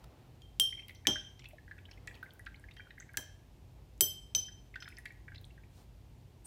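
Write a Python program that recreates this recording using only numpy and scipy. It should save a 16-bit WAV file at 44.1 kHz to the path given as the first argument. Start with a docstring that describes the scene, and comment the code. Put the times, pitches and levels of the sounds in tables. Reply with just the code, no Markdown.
"""Bright glass clinks and small watery plips: a paintbrush is rinsed in a jar of water on a desk.
The ferrule strikes the glass, which rings and jolts the desk; the stirred water sheds small
ringing bubbles and spits fine ticks of spray. A sheet of card rustles faintly in the other hand.
It all sits close up in a small quiet room, over a low rumble and hum."""
import sys
import numpy as np
from scipy import signal
from scipy.fft import rfft, irfft
from scipy.io import wavfile

SR = 44100
rng = np.random.default_rng(int(sys.argv[2]) if len(sys.argv) > 2 else 0)


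def wrap_up_sound(samples):
    """Save the sound to the file named by the first command line argument, as 16-bit audio."""
    columns = np.atleast_2d(samples).T
    # keep every value between -1 and 1, then stretch to whole-number steps
    tamed = np.clip(columns, -1, 1)
    steps = np.round(tamed * 32767).astype(np.int16)
    wavfile.write(sys.argv[1], SR, steps)


N = 285194
TIME = np.arange(N) / SR
AGE = TIME[:SR]  # the first second of a sound

# The jar's ring; close pairs beat. Each row: pitch in Hz, decay (t60) in seconds,
# relative level in dB when struck on side 0, the same on side 1.
GLASS_MODES = [(3125, .42, -46, -30), (3152, .35, -22, -37), (3175, .30, -34, -54), (3205, .36, -27, -58),
               (4080, .28, -55, -60), (4240, .25, -56, -54), (4350, .28, -54, -60), (5148, .38, -66, -43),
               (5188, .44, -70, -41), (5480, .38, -41, -60), (5547, .28, -49, -60), (5645, .20, -56, -48),
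               (5970, .06, -29, -32), (6037, .24, -54, -29), (6063, .34, -43, -37), (6125, .28, -48, -54),
               (6590, .25, -57, -55), (7590, .14, -52, -46), (7830, .02, -44, -13), (7875, .25, -60, -55),
               (9680, .16, -62, -45), (10121, .26, -68, -44), (10428, .32, -44, -62),
               (10480, .03, -29, -38), (11428, .28, -74, -43), (11618, .10, -45, -52),
               (12069, .24, -72, -36), (12440, .23, -44, -54), (13052, .18, -68, -32),
               (14240, .18, -55, -48), (15500, .2, -70, -44)]
# Ferrule hits. Each row: start in seconds, side 0 or 1, ring gain in dB, favoured pitch in Hz,
# its lift in dB, treble gain in dB, crack gain in dB, thud gain in dB, thud centre in Hz.
FERRULE_HITS = [(0.4191, 0, -48.5, 3400, 17, -6, -54.5, -85.5, 300),
                (0.5978, 0, -2.5, 2970, 4, 4, -19, -43, 151), (0.9493, 0, -48, 5800, 21, 1, -58, -84, 300),
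                (1.0704, 0, -4, 6260, 10.5, -6.5, -16, -25.5, 237),
                (2.768, 0, -40, 3200, 5, -4, -73, -79.5, 302),
                (3.1713, 0, -26.5, 6000, 18, 2.5, -23.5, -39.5, 157),
                (4.008, 1, 0, 7630, -2, 6, -14.5, -35, 358),
                (4.349, 1, -5, 6380, 10, -8, -23.5, -41.5, 150),
                (4.8031, 1, -33.5, 5170, 20, -11.5, -53, -88, 297)]
# The desk's ring. Each row: pitch in Hz, decay (t60) in seconds, relative level in dB.
WOOD_MODES = [(96, .5, -10), (142, .25, -13), (228, .14, -11), (285, .12, -4), (335, .14, -4),
              (395, .15, -1), (460, .12, -7), (610, .3, -9), (815, .14, -7), (1520, .45, -18),
              (1740, .12, -2)]
# The loudest bubbles. Each row: start in seconds, pitch in Hz, level in dB.
LOUD_BUBBLES = [(0.7266, 2040, -38), (0.7934, 2146, -40), (.8947, 2120, -39), (1.0528, 1784, -37),
                (1.158, 1583, -29.5), (1.3936, 5560, -43), (1.4564, 2600, -37), (1.5331, 632, -51),
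                (1.7117, 1721, -36), (1.854, 3000, -42.5), (1.912, 5340, -40.5), (2.0758, 1914, -31.5),
                (2.2281, 1525, -34.5), (2.467, 1585, -33.5), (2.6398, 1695, -43), (2.796, 1660, -40.5),
                (2.869, 1510, -49), (2.9067, 1860, -41.5), (3.0005, 6260, -33), (3.0212, 1790, -42),
                (3.1418, 1630, -40.5), (3.1726, 1632, -29), (4.4845, 1680, -46), (4.7411, 2050, -39),
                (4.7578, 1540, -33.5), (4.824, 1430, -41), (4.8776, 1467, -36), (4.969, 5120, -39.5),
                (4.984, 1915, -40), (5.0559, 1910, -32), (5.3192, 1590, -44), (5.358, 3980, -40)]
# Bristles breaking the surface. Each row: start in seconds, relative level in dB.
BRISTLE_SPLASHES = [(0.7966, -51), (0.8823, -44), (0.8927, -45), (1.3924, -46), (1.4415, -43),
                    (1.4555, -51), (1.913, -43), (2.0733, -41), (2.1503, -44.5), (2.4616, -42.5),
                    (2.71, -46.5), (2.7649, -46.5), (4.7559, -42.5), (4.823, -37.5), (4.8787, -43),
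                    (4.9683, -51.5), (5.0571, -39.5), (5.346, -45)]
# The sharpest spray. Each row: start in seconds, relative level in dB, centre in Hz.
SPRAY_TICKS = [(0.8827, -39, 10340), (1.488, -43, 11350), (2.0734, -36.5, 7310), (2.2298, -43.5, 14100),
               (2.336, -45, 13400), (2.3938, -47.5, 9100), (3.1351, -45, 8810), (3.978, -53.5, 7900),
               (4.8878, -41, 8400), (4.9853, -41.5, 9300), (5.055, -42.5, 8000)]
# Spells of stirring. Each row: start in seconds, end in seconds, base level of the fizz in dB.
STIR_SPELLS = [(0.722, 1.0, -47), (1.357, 2.04, -51), (2.059, 3.14, -47), (4.754, 5.14, -46.5),
               (5.279, 5.46, -42.5), (5.464, 5.68, -56)]
# The card shifting in the hand. Each row: middle in seconds, length in seconds, level in dB.
CARD_SHIFTS = [(0.082, 1, -64), (2.13, 0.9, -65), (3.783, 0.16, -70), (5.803, .15, -66.5)]
# Taps and scuffs of the card. 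Each row: start in seconds, length in seconds, level in dB,
# centre in Hz, width in octaves.
CARD_SCUFFS = [(0.037, 0.012, -55.5, 447, 3), (2.042, 0.21, -72.5, 930, 0.25), (5.686, 0.2, -70, 4380, 1.8),
               (6.439, 0.071, -44.5, 8700, 0.15)]
# An appliance's drone. Each row: centre in Hz, width in Hz, level in dB.
HUM_BANDS = [(53.7, 21, -59.5), (91.6, 3.6, -62.5), (122, 5.6, -66.5)]
# EQ curves for the noise layers. Each row: frequency in Hz, relative level in dB.
CRACK_EQ = [(300, -35.5), (1200, -25), (2000, -9), (2900, 5), (4500, 0.5), (6500, 0), (9000, -2.5),
            (12000, -5.5), (15500, -5.5), (17000, -20.5)]  # metal meeting glass
THUD_EQ = [(40, -11), (95, 3.5), (180, -4), (330, -1), (500, -1), (650, -2), (1100, -8), (1700, -12.5),
           (3000, -24.5), (8000, -56)]  # the jolted desk
SPLASH_EQ = [(700, -18.5), (1500, -4), (2600, 2.5), (4200, -1.5), (6000, -13.5), (9000, -25), (16000, -29)]  # the water's surface
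RUSTLE_EQ = [(150, -0.5), (400, 2.5), (850, -1), (1400, -9), (4000, -17.5), (8000, -35.5), (16000, -33)]  # the sheet of card
AIR_EQ = [(15, -36), (25, -15.5), (70, -4.5), (105, -4.5), (137, -5.5), (195, -13), (344, -17), (531, -25),
          (818, -24.5), (1260, -37.5), (2760, -34), (3160, -35), (11900, -45.5), (14800, -42),
          (16000, -59.5)]  # the room's rumble


def clinks():
    """Each ferrule hit rings the glass, cracks and jolts the desk; the contact point picks the modes."""
    tones, blows = np.zeros((2, N))
    hz, t60, side0_db, side1_db = np.transpose(GLASS_MODES)
    treble_hz = 7000
    for start, side, ring_db, favoured_hz, lift_db, treble_db, crack_db, thud_db, thud_hz in FERRULE_HITS:
        mode_db = (side1_db if side else side0_db) + ring_db
        mode_db += lift_db * bump(hz, favoured_hz, octaves=.11) + treble_db * (hz > treble_hz)
        # the ring builds while the ferrule presses on the glass, then wavers as it fades
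        add(tones, start, ring(hz, t60, mode_db, waver_hz=14) * (1 - fade(t60=.0089)))
        lift = lambda f: .6 * lift_db * bump(f, favoured_hz, octaves=.06)
        shelf = lambda f: 1.3 * treble_db * (f > treble_hz)
        crack = noise(lambda f: colour(CRACK_EQ)(f) + lift(f) + shelf(f), SR) * fade(t60=.017)
        add(blows, start, undb(crack_db) * crack + undb(thud_db) * desk_thud(thud_hz))
    return tones, blows


def desk_thud(centre_hz, lift_db=10):
    """The desk answers more slowly than the glass, with a woody ring and a dull puff of noise."""
    hz, t60, db = np.transpose(WOOD_MODES)
    wood = ring(hz, t60, db + lift_db * (bump(hz, centre_hz, octaves=.53) - 1))
    dull = noise(lambda f: colour(THUD_EQ)(f) + lift_db * bump(f, centre_hz, octaves=.34), SR)
    return (wood + undb(-3) * dull * fade(t60=.14)) * (1 - fade(t60=.076))


def water():
    """The loudest bubbles close with a faint splash; the bristles splash louder; spray ticks between them."""
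    out = np.zeros(N)
    for start, hz, db in LOUD_BUBBLES:
        add(out, start, undb(db) * plip(hz))
        add(out, start, undb(db - 21) * splash())
    for start, db in BRISTLE_SPLASHES:
        add(out, start, undb(db - 2) * splash())
    for start, db, hz in SPRAY_TICKS:
        add(out, start, undb(db - 1) * tick(hz))
    return out


def bubble_trails(trail_db=-8, spread_db=4, low_hz=2000, high_hz=4600, trail_s=.028, count=4):
    """Each bristle splash sheds a short trail of tiny bubbles."""
    out = np.zeros(N)
    for start, db in BRISTLE_SPLASHES:
        for when, height, strength in rng.random((count, 3)):
            hz = low_hz * (high_hz / low_hz) ** height
            gain = undb(db + trail_db + spread_db * (2 * strength - 1))
            add(out, start + trail_s * when ** 2, gain * bubble(hz))
    return out


def stirring(low_hz=1644, high_hz=3900, fall_db_per_octave=3, spread_db=.5, spray_hz=9500, spray_db=-8.5):
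    """The moving brush throws up a fizz of bubbles and droplets; low bubbles are commoner and louder."""
    out = np.zeros(N)
    for start, end, db in STIR_SPELLS:
        for when, height, strength in scatter(start, end, per_s=14):
            octaves = np.log2(high_hz / low_hz) * height ** 2
            cluster = plip(low_hz * 2 ** octaves, shed_db=-1)
            add(out, when, undb(db + spread_db * strength - fall_db_per_octave * octaves) * cluster)
        for when, height, strength in scatter(start, end, per_s=6.2):
            droplet = tick(spray_hz * 2 ** (height - .5))
            add(out, when, undb(db + spray_db + spread_db * strength) * droplet)
    return out


def plip(hz, shed_db=-8, count=3, within_s=.005, octaves_below=.2, octaves_above=.45):
    """A bubble and the few of nearly its size that form with it."""
    out = bubble(hz)
    for when, height in rng.random((count, 2)):
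        octaves = (octaves_below + octaves_above) * height - octaves_below
        add(out, within_s * when, undb(shed_db) * bubble(hz * 2 ** octaves))
    return out


def bubble(hz, cycles=46, glide=.025, attack_s=.004):
    """A bubble rings for so many cycles, so small ones are short; its pitch lifts near the surface."""
    t60 = cycles / hz
    age = AGE[:int(2 * t60 * SR)]
    pitch = hz * (1 + glide * np.minimum(age / t60, 1))
    envelope = fade(t60) * (1 - fade(attack_s))
    return np.sin(2 * np.pi * np.cumsum(pitch) / SR) * envelope[:len(age)]


def splash(attack_s=.012):
    """A soft burst of noise as the surface opens and closes."""
    return noise(colour(SPLASH_EQ), SR) * fade(t60=.026) * (1 - fade(attack_s))


def tick(hz, attack_s=.002):
    """A droplet of spray snaps."""
    return noise(lambda f: 32 * bump(f, hz, octaves=.79), SR) * fade(t60=.0053) * (1 - fade(attack_s))


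def jar_hollow(x, centre_hz=1850):
    """The air above the water rings on briefly after each drop."""
    cavity = noise(lambda f: 45 * bump(f, centre_hz, octaves=.54), SR) * fade(t60=.56)
    return with_tail(x, cavity, wet_db=-29)


def card(hold_db=-73.5):
    """The sheet never lies quite still: a soft rustle that swells as it shifts, with a tap and scuffs."""
    motion = np.zeros(N)
    for middle, length, db in CARD_SHIFTS:
        motion += undb(db) * np.cos(np.pi * np.clip((TIME - middle) / length, -.5, .5)) ** 2
    out = np.hypot(undb(hold_db), motion) * noise(colour(RUSTLE_EQ), N)
    for start, length, db, hz, octaves in CARD_SCUFFS:
        swell = np.hanning(int(length * SR))
        scuff = noise(lambda f: 22 * bump(f, hz, octaves), SR)[:len(swell)]
        add(out, start, undb(db) * swell * scuff)
    return out


def room(x, wet_db, split_hz=7000, predelay_s=.004):
    """A diffuse echo off the walls; the treble dies sooner."""
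    low = signal.sosfilt(signal.butter(2, split_hz, fs=SR, output="sos"), rng.standard_normal(SR))
    high = signal.sosfilt(signal.butter(2, split_hz, "high", fs=SR, output="sos"), rng.standard_normal(SR))
    tail = low * fade(t60=.49) + 3.1 * high * fade(t60=.18)
    return with_tail(x, tail * (AGE > predelay_s), wet_db)


def room_tone(air_db=-60):
    """The bed: still room air and the wavering drone of an appliance."""
    drone = np.zeros(N)
    for hz, width, db in HUM_BANDS:
        drone += undb(db) * noise(lambda f: -20 * np.log10(1 + (2 * (f - hz) / width) ** 2), N)
    return drone + undb(air_db) * noise(colour(AIR_EQ), N)


def ring(pitches, decays, levels, waver_hz=0, wavers_per_s=110):
    """A sum of decaying modes, each drifting at random in pitch by about waver_hz."""
    out = np.zeros(SR)
    for hz, t60, db in zip(pitches, decays, levels):
        knots = rng.standard_normal(wavers_per_s + 1)
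        drift = np.interp(AGE * wavers_per_s, np.arange(len(knots)), knots)
        phase = 2 * np.pi * np.cumsum(hz + waver_hz * drift) / SR
        out += undb(db) * np.sin(phase) * fade(t60)
    return out


def scatter(start, end, per_s, count=64):
    """Loosely spaced moments in a span, each with a pitch height 0 to 1 and a strength -1 to 1."""
    jitter, height, strength = rng.random((count, 3)).T
    times = start + (np.arange(count) + jitter) / per_s
    return np.transpose([times, height, 2 * strength - 1])[times < end]


def with_tail(x, tail, wet_db):
    """The dry sound plus its convolution with a tail of unit energy."""
    return x + undb(wet_db) * signal.fftconvolve(x, tail / np.linalg.norm(tail))[:N]


def noise(shape_db, size):
    """Noise of rms 1, shaped by an EQ curve."""
    hz = np.maximum(np.fft.rfftfreq(size, 1 / SR), 1)
    shaped = irfft(rfft(rng.standard_normal(size)) * undb(shape_db(hz)), size)
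    return shaped / np.sqrt(np.mean(shaped ** 2))


def colour(points):
    """An EQ curve through (Hz, dB) points on a log-frequency axis."""
    hz, db = np.transpose(points)
    return lambda f: np.interp(np.log(f), np.log(hz), db)


def bump(f, hz, octaves):
    """A bell from 0 to 1 around a frequency."""
    return np.exp(-.5 * (np.log2(f / hz) / octaves) ** 2)


def fade(t60):
    """One second of decay, falling 60 dB every t60 seconds; 1 - fade makes an attack."""
    return np.exp(-np.log(1000) * AGE / t60)


def undb(db):
    """Decibels to gain."""
    return 10 ** (np.asarray(db) / 20)


def add(track, start_s, sound):
    """Mix a sound into the track at a time."""
    start = int(start_s * SR)
    track[start:start + len(sound)] += sound[:len(track) - start]


def scene():
    """Glass, knocks and water sit up front with a little room on each, over the card and the room tone."""
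    tones, blows = clinks()
    glass = room(tones, wet_db=-9)
    knocks = room(blows, wet_db=-9.5)
    rinse = room(jar_hollow(water() + bubble_trails() + stirring()), wet_db=-8)
    return (glass + knocks + rinse + card() + room_tone())[None]


def record(dry, bass_hz=38, top_hz=16000):
    """A phone's microphone cuts the deepest bass and the very top."""
    bass_cut = signal.butter(6, bass_hz, "high", fs=SR, output="sos")
    top_cut = signal.ellip(8, .2, 70, top_hz, fs=SR, output="sos")
    return signal.sosfilt(top_cut, signal.sosfilt(bass_cut, dry))


dry = scene()
out = record(dry)
wrap_up_sound(out)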